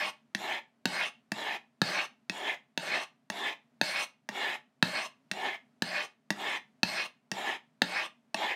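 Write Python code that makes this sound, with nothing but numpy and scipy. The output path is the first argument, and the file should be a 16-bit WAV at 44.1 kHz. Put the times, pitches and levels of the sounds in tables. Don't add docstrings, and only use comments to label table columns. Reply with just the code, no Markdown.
import sys
import numpy as np
from scipy import signal
from scipy.fft import rfft, irfft, next_fast_len
from scipy.io import wavfile
from scipy.ndimage import uniform_filter1d, map_coordinates

SR = 44100
rng = np.random.default_rng(int(sys.argv[2]) if len(sys.argv) > 2 else 0)


def makeup_ratio(level_db):
    decades = np.asarray(level_db, float) / 20
    return 10 ** decades


def wrap_up_sound(samples):
    columns = np.atleast_2d(samples).T
    tamed = np.clip(columns, -1, 1)
    steps = np.round(tamed * 32767).astype(np.int16)
    wavfile.write(sys.argv[1], SR, steps)


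N = 377055

# [t/s, peak level/dB, table thud/dB, block/dB, upper rod mode/dB], last three against the peak
LANDINGS = [(0.3499, -23.5, -13.5, -23, -17), (0.8565, -13, -15, -2, -9.5),
            (1.3197, -24.5, -13, -12, -16.5), (1.8179, -11, -15, -3, -14.5), (2.2978, -25, -17, -20, -9.5),
            (2.777, -16.5, -17, -3.5, -6), (3.3017, -26, -18, -11, -17.5), (3.8145, -13, -16, -1, -5),
            (4.2905, -29.5, -12.5, -9, -18), (4.8274, -10.5, -15.5, -1, -8.5),
            (5.3152, -24, -18.5, -19.5, -12), (5.8227, -13, -16.5, -7.5, -23),
            (6.3056, -20.5, -14, -14, -16), (6.833, -11.5, -16.5, -2.5, -3.5),
            (7.3167, -24, -15, -16.5, -16), (7.82, -10.5, -15.5, 0, -9.5), (8.3454, -24, -18, -5.5, -10.5)]
# [contact t/s, place of hardest push 0-1, rod level there/dB, lighter at first/dB, edge bite/dB]
STROKES = [(0.24, 0.68, -31.5, 14, 0.5), (0.23, 0.6, -34, 22, 1.5), (0.22, .7, -29.5, 13.5, -1.5),
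           (0.24, 0.6, -35.5, 16.5, 1), (.23, 0.7, -30, 12, -2), (0.24, 0.75, -36, 15, 1),
           (0.2546, 0.6, -31, 14.5, -1), (0.22, 0.79, -36.5, 11.5, 1), (0.22, 0.69, -31, 9.5, 5.5),
           (0.26, 0.54, -33.5, 17.5, 2), (0.23, 0.61, -31.5, 11.5, 1), (0.23, 0.72, -36, 16, -2),
           (0.2238, 0.68, -33, 10, -0.5), (0.2621, 0.63, -33.5, 27, 1.5), (0.22, .77, -30.5, 13, 0),
           (.24, 0.68, -36, 13.5, 2), (0.2362, 0.64, -30.5, 14.5, -2.5), (0.19, 0.85, -34.5, 11.5, -2.5)]
BOUNCE_S = 0.019


def unit(x):
    return x / np.sqrt(np.mean(x ** 2) + 1e-20)


def along(points, hz):
    f, v = np.transpose(points)
    return np.interp(np.log(hz + 1), np.log(f + 1), v)


def filtered(x, response):
    m = next_fast_len(N + SR // 4)
    return irfft(rfft(x, m) * response(np.fft.rfftfreq(m, 1 / SR)), m)[..., :N]


def coloured(x, spectrum):
    return unit(filtered(x, lambda f: makeup_ratio(along(spectrum, f))))


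def resonant(x, peaks):
    narrowest_hz = 70

    def response(f):
        total = 0
        for k, (centre, width, db) in enumerate(peaks):
            loss = 1j * f * max(width, narrowest_hz)
            total = total + (-1) ** k * makeup_ratio(db) * loss / (centre * centre - f * f + loss)
        return total

    return unit(filtered(x, response))


def wobble(rate):
    knots = rng.standard_normal(int(N * rate / SR) + 4)
    return map_coordinates(knots, [np.arange(N) * rate / SR])


def rasp():
    # [f/Hz, width/Hz, level/dB]
    rod_modes = [
        [[(1430, 180, -3), (1630, 180, -4), (2192, 54, -4.5), (2725, 200, -37), (2740, 680, -1.5)],
         [(1320, 11, -3.5), (1720, 270, 11), (2225, 98, 13), (2467, 17, 15.5), (3100.4, 160, -2.5)],
         [(1720, 120, -8.5), (2150, 250, -10), (2756, 470, 8.5), (2880, 190, -2), (3140, 130, -4.5)]],
        [[(1720, 60, -25), (2230, 290, 33.5), (2730, 130, 36.5), (2883, 15, 40.5), (2960, 210, 25)],
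         [(1758, 100, 3.5), (2207, 7.2, -2.5), (2530, 60, -5.5), (3148, 180, -6.5)], [(1720, 61, -5.5),
         (2093.2, 120, 19.5), (2466, 140, 17), (3113, 570, 4)]],
    ]
    # [f/Hz, width/Hz, level/dB]
    block_modes = [
        [[(190, 20, -2.5), (350, 46, 2.5), (614, 60, 9), (821, 50, 7), (1000, 150, -8.5)], [(105.3, 38, -14),
         (400, 75, -16.5), (626, 59, 7.5), (790, 60, 15), (1136, 170, 18)]],
        [[(201, 76, -6.5), (413, 64, 14), (574, 63, -24), (713, 280, 15.5), (980, 200, -12)], [(102.8, 37, -5),
         (389, 80, -3.5), (604, 280, -16.5), (824, 160, 50), (1250, 420, -7)]],
    ]
    # [f/Hz, width/Hz, level/dB]
    blade_modes = [
        [[(4160, 130, 3), (4574, 380, -1.5), (4950, 300, -3.5), (6330, 77, -16)], [(3740, 890, 2.5),
         (4120, 350, -5.5), (5080, 130, -5), (5900, 160, -9)]],
        [[(3317, 320, 4.5), (3730, 940, 2.5), (5070, 1600, -6.5), (5390, 470, -2.5)], [(3370, 990, 2.5),
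         (4020, 220, 4), (4860, 4800, -12.5), (5740, 560, -18)]],
    ]
    # [f/Hz, level per Hz/dB]
    hiss_spectra = [
        [[(3650, -40.5), (6200, -4), (6420, -5), (7640, 0), (8090, 1), (10500, -15.5), (12900, -8.5),
         (15600, -31.5)], [(3650, -30), (6200, 7.5), (6440, -6), (8120, -14), (9020, 2.5), (9850, -11.5),
         (14600, -21.5), (15600, -18.5)]],
        [[(3650, -37), (6200, -44.5), (6750, 6), (7910, 2), (8600, -6.5), (10000, -10.5), (11100, -5),
         (15600, -23.5)], [(3650, -11.5), (6200, 6.5), (7640, -10.5), (8510, -8), (9230, 1), (9820, -11.5),
         (13500, -7.5), (15600, -12.5)]],
    ]

    rod_gain, block_gain, blade_gain, hiss_gain = pressure()
    push = grit(uneven_db=0.5, patchy_db=-0.5, streaky_db=1.65, catch_rate=560, catch_db=11.5)
    push = filtered(push, lambda f: 1 / (1 + (f / 5000) ** 4))
    scratch = grit(uneven_db=0.3, patchy_db=2.0, streaky_db=2.5, catch_rate=970, catch_db=11.5)
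    scrape = filtered(scratch[::-1], lambda f: 1 / (1 + (f / 7000) ** 6))
    airborne = filtered(scratch, lambda f: f < 15750)

    rod = rod_gain * sliding(push, rod_modes, resonant)
    block = block_gain * sliding(push[::-1], block_modes, resonant)
    blade = blade_gain * sliding(scrape, blade_modes, resonant)
    hiss = hiss_gain * sliding(airborne, hiss_spectra, coloured)
    return rod + block + blade + hiss


def pressure():
    # [level under the rod at the peak/dB, share of the push felt, drift over the stroke/dB]
    follow = [
        [(-10, 0.38, 1.5), (-10.5, 0.57, -10), (-26, -0.3, 2)],
        [(-5.5, 0.56, -7.5), (-9, .6, -9.5), (-24, 0.2, -8)],
    ]
    by_rod = np.array([
        (3, 1.5),
        (11, 7),
        (0.035, 0.032),
        (0.5, 0.72),
        (1000, 800)])
    airborne_db, lift_lag_s = 8, 0.0069
    hand_db, hand_rate = 1.31, 25
    usual_s, slow_db_per_s, slow_for = 0.24, 252.5, 0.4

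    stroke, since, gone = stroke_clock()
    contact_s, peak, rod_db, light_db, bite_db = np.transpose(STROKES)[:, stroke]
    swell, ease_db, grip_s, grip_db, lift = by_rod[:, stroke % 2]

    building = 1 - np.clip(gone / peak, 0, 1) ** swell
    easing = np.clip((gone - peak) / (1 - peak), 0, 1) ** 2
    push_db = -light_db * building - ease_db * easing

    touch_db = rod_db - airborne_db * (since < BOUNCE_S)
    touch_db -= grip_db * light_db * np.exp(-(since / grip_s) ** 2)
    touch_db -= lift * np.clip(since - contact_s - lift_lag_s, 0, 1)
    touch_db += hand_db * wobble(hand_rate)

    slow_start_db = slow_db_per_s * np.clip(contact_s - usual_s, 0, 1)
    bite_db = bite_db - slow_start_db * np.exp(-(gone / slow_for) ** 2)
    under_db, share, drift_db = np.transpose(follow)[..., stroke % 2]
    parts_db = under_db + share * push_db + drift_db * (np.clip(gone, 0, 1) - peak)
    parts_db += np.outer([0, 0.5, 1], bite_db)
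    return makeup_ratio(touch_db + np.vstack([push_db, parts_db]))


def stroke_clock():
    t = np.arange(N) / SR
    starts = np.r_[-0.15, np.transpose(LANDINGS)[0]]
    stroke = np.searchsorted(starts, t) - 1
    since = t - starts[stroke]
    return stroke, since, since / np.transpose(STROKES)[0][stroke]


def grit(uneven_db, patchy_db, streaky_db, catch_rate, catch_db):
    catches = (rng.random(N) < catch_rate / SR) * rng.standard_normal(N) * makeup_ratio(catch_db)
    z = signal.stft(rng.standard_normal(N) + catches, nperseg=512)[2]

    def field(bins, frames):
        smooth = uniform_filter1d(rng.standard_normal(z.shape), size=bins, axis=0)
        return unit(uniform_filter1d(smooth, size=frames, axis=1))

    texture_db = patchy_db * field(bins=10, frames=6) + streaky_db * field(bins=2, frames=14)
    force = signal.istft(z * makeup_ratio(texture_db), nperseg=512)[1][:N]
    return unit(force * makeup_ratio(uneven_db * (wobble(60) + 0.61 * wobble(250))))


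def edge_place():
    stroke, _, gone = stroke_clock()
    return stroke % 2, np.clip(0.8074 * gone, 0, 1)


def sliding(force, bodies, sound):
    side, place = edge_place()
    out = np.zeros(N)
    for s, places in enumerate(bodies):
        for k, body in enumerate(places):
            near = np.clip(1 - abs(place * (len(places) - 1) - k), 0, 1)
            out += (side == s) * np.sqrt(near) * sound(force, body)
    return out


def landings():
    # [f/Hz, level/dB, t60/s]
    ring_modes = [
        [[(151, -8, 0.099), (178.3, -8, 0.43), (250, 1.5, 0.024)], [(583, -24, 0.036), (760, -11.5, 0.012),
         (904.5, -25.5, 0.075)], [(3800, 6.5, 0.012), (4310, 15.5, 0.0051), (4370, -0.5, 0.0083),
         (6220, -6, 0.016)], [(2650, 1, .025)], [(1432, -9.5, 0.018), (1706, 0, 0.014), (1800, -7, .018)]],
        [[(135.4, -17, 0.42), (201, -3, 0.407), (308, -2, 0.0433)], [(633, -4, 0.044), (867, -0.5, 0.03),
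         (1132, -16.5, 0.11)], [(3560, -3.5, 0.008), (4700, 8, 0.0035), (5640, 9, 0.0042), (6520, -9, 0.028),
         (9141, -12.5, 0.031)], [(2680, 10, 0.038)], [(1692, 2, 0.016), (1878, -0.5, 0.027)]],
    ]
    # [f/Hz, level per Hz/dB]
    crack_spectrum = [(500, -7.5), (1500, -5), (4000, 4.5), (6000, -4.5), (10000, -15), (16000, -21.5)]
    blade_tick_db = (-10, -5)
    spread_db, spread = 1, 0.015

    out, t = np.zeros(N + SR), np.arange(SR // 4) / SR
    splinter = coloured(rng.standard_normal(N), crack_spectrum)

    def ringing(modes, luck, phase):
        total = 0
        for i, (hz, level, t60) in enumerate(modes):
            decay = makeup_ratio(level + spread_db * luck[i] - 60 * t / t60)
            pitch = hz * (1 + spread * luck[-1 - i])
            total = total + decay * np.sin(2 * np.pi * pitch * t + phase[i])
        return total

    def rise(tau):
        return (1 - np.exp(-t / tau)) ** 2

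    for k, (s, db, thud_db, block_db, upper_db) in enumerate(LANDINGS):
        side = (k + 1) % 2
        luck, phase = rng.standard_normal((5, 10)), 2 * np.pi * rng.random((5, 5))
        parts = [ringing(modes, u, p) for modes, u, p in zip(ring_modes[side], luck, phase)]
        thud, block, blade, upper, lower = parts
        crack_decay = makeup_ratio(2.5 - 60 * t / 0.015) + makeup_ratio(-17 - 60 * t / 0.061)
        crack = splinter[k * len(t):][:len(t)] * crack_decay

        tick = rise(0.00039) * (lower + makeup_ratio(upper_db + 0.5) * upper)
        tick += rise(0.00015) * makeup_ratio(block_db + 7.0) * block
        tick += rise(0.0002) * makeup_ratio(blade_tick_db[side]) * (blade + crack)
        thud *= rise(0.00051) * (0.16 + 0.56 / (1 + (t / 0.014) ** 6))

        hit = round((s - 0.0012) * SR)
        out[hit:][:len(t)] += makeup_ratio(db) * (makeup_ratio(-0.5) * tick + makeup_ratio(thud_db + 9.5) * thud)
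        bounce = round((s + BOUNCE_S + 0.0015 * luck[0, 4]) * SR)
        out[bounce:][:len(t)] += makeup_ratio(db - 20.5 + spread_db * luck[1, 4]) * tick

    def bass_cut(f):
        q = 1j * f / 115
        return q ** 2 / (1 + 1.2 * q + q ** 2)

    return filtered(out[:N], bass_cut)


def room(x):
    walls = [(100, .3), (300, .24), (1000, .23), (3000, .235), (8000, .18), (16000, .14)]
    out, step = np.zeros(N + SR), SR // 2
    for a in range(0, N, step):
        hz, t, z = signal.stft(rng.standard_normal(SR // 2), SR, nperseg=256)
        decay = makeup_ratio(-60 * t / along(walls, hz)[:, None])
        tail = signal.istft(z * decay, SR, nperseg=256)[1]
        wet = signal.fftconvolve(x[a:a + step], tail / np.linalg.norm(tail))
        out[a + 250:][:len(wet)] += wet[:len(out) - a - 250]
    return out[:N]


def background():
    room_tone = [(40, -12), (110, -8), (300, -14), (900, -10), (2000, -16), (4000, -23), (9000, -30),
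                 (16000, -41)]
    fan_modes = [(143, 40, -3.5), (234, 52, 0), (410, 55, -7.5), (650, 170, -5.5)]
    tone = coloured(rng.standard_normal(N), room_tone)
    hum = np.zeros(N)
    for c, w, db in fan_modes:
        band = filtered(rng.standard_normal(N), lambda f: (f * w / (c * c - f * f + 1j * f * w)) ** 2)
        hum += makeup_ratio(2 * db) * unit(band)
    return makeup_ratio(wobble(4.5)) * (makeup_ratio(-79) * tone + makeup_ratio(-73) * hum)


def scene():
    knife = rasp() + landings()
    return (knife + makeup_ratio(-12.5) * room(knife) + background())[None]


def top_cut(x):
    return signal.sosfilt(signal.butter(12, 16830, fs=SR, output="sos"), x)


def record(dry):
    def low_cut(f, hz):
        q = 1j * f / hz
        return q ** 2 / (1 + 1.3 * q + q ** 2)

    def microphone(f):
        return low_cut(f, hz=114) * low_cut(f, hz=84.0) * np.clip((16700 - f) / 600, 0, 1)

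    return top_cut(filtered(dry, microphone))


dry = scene()
out = record(dry)
wrap_up_sound(out)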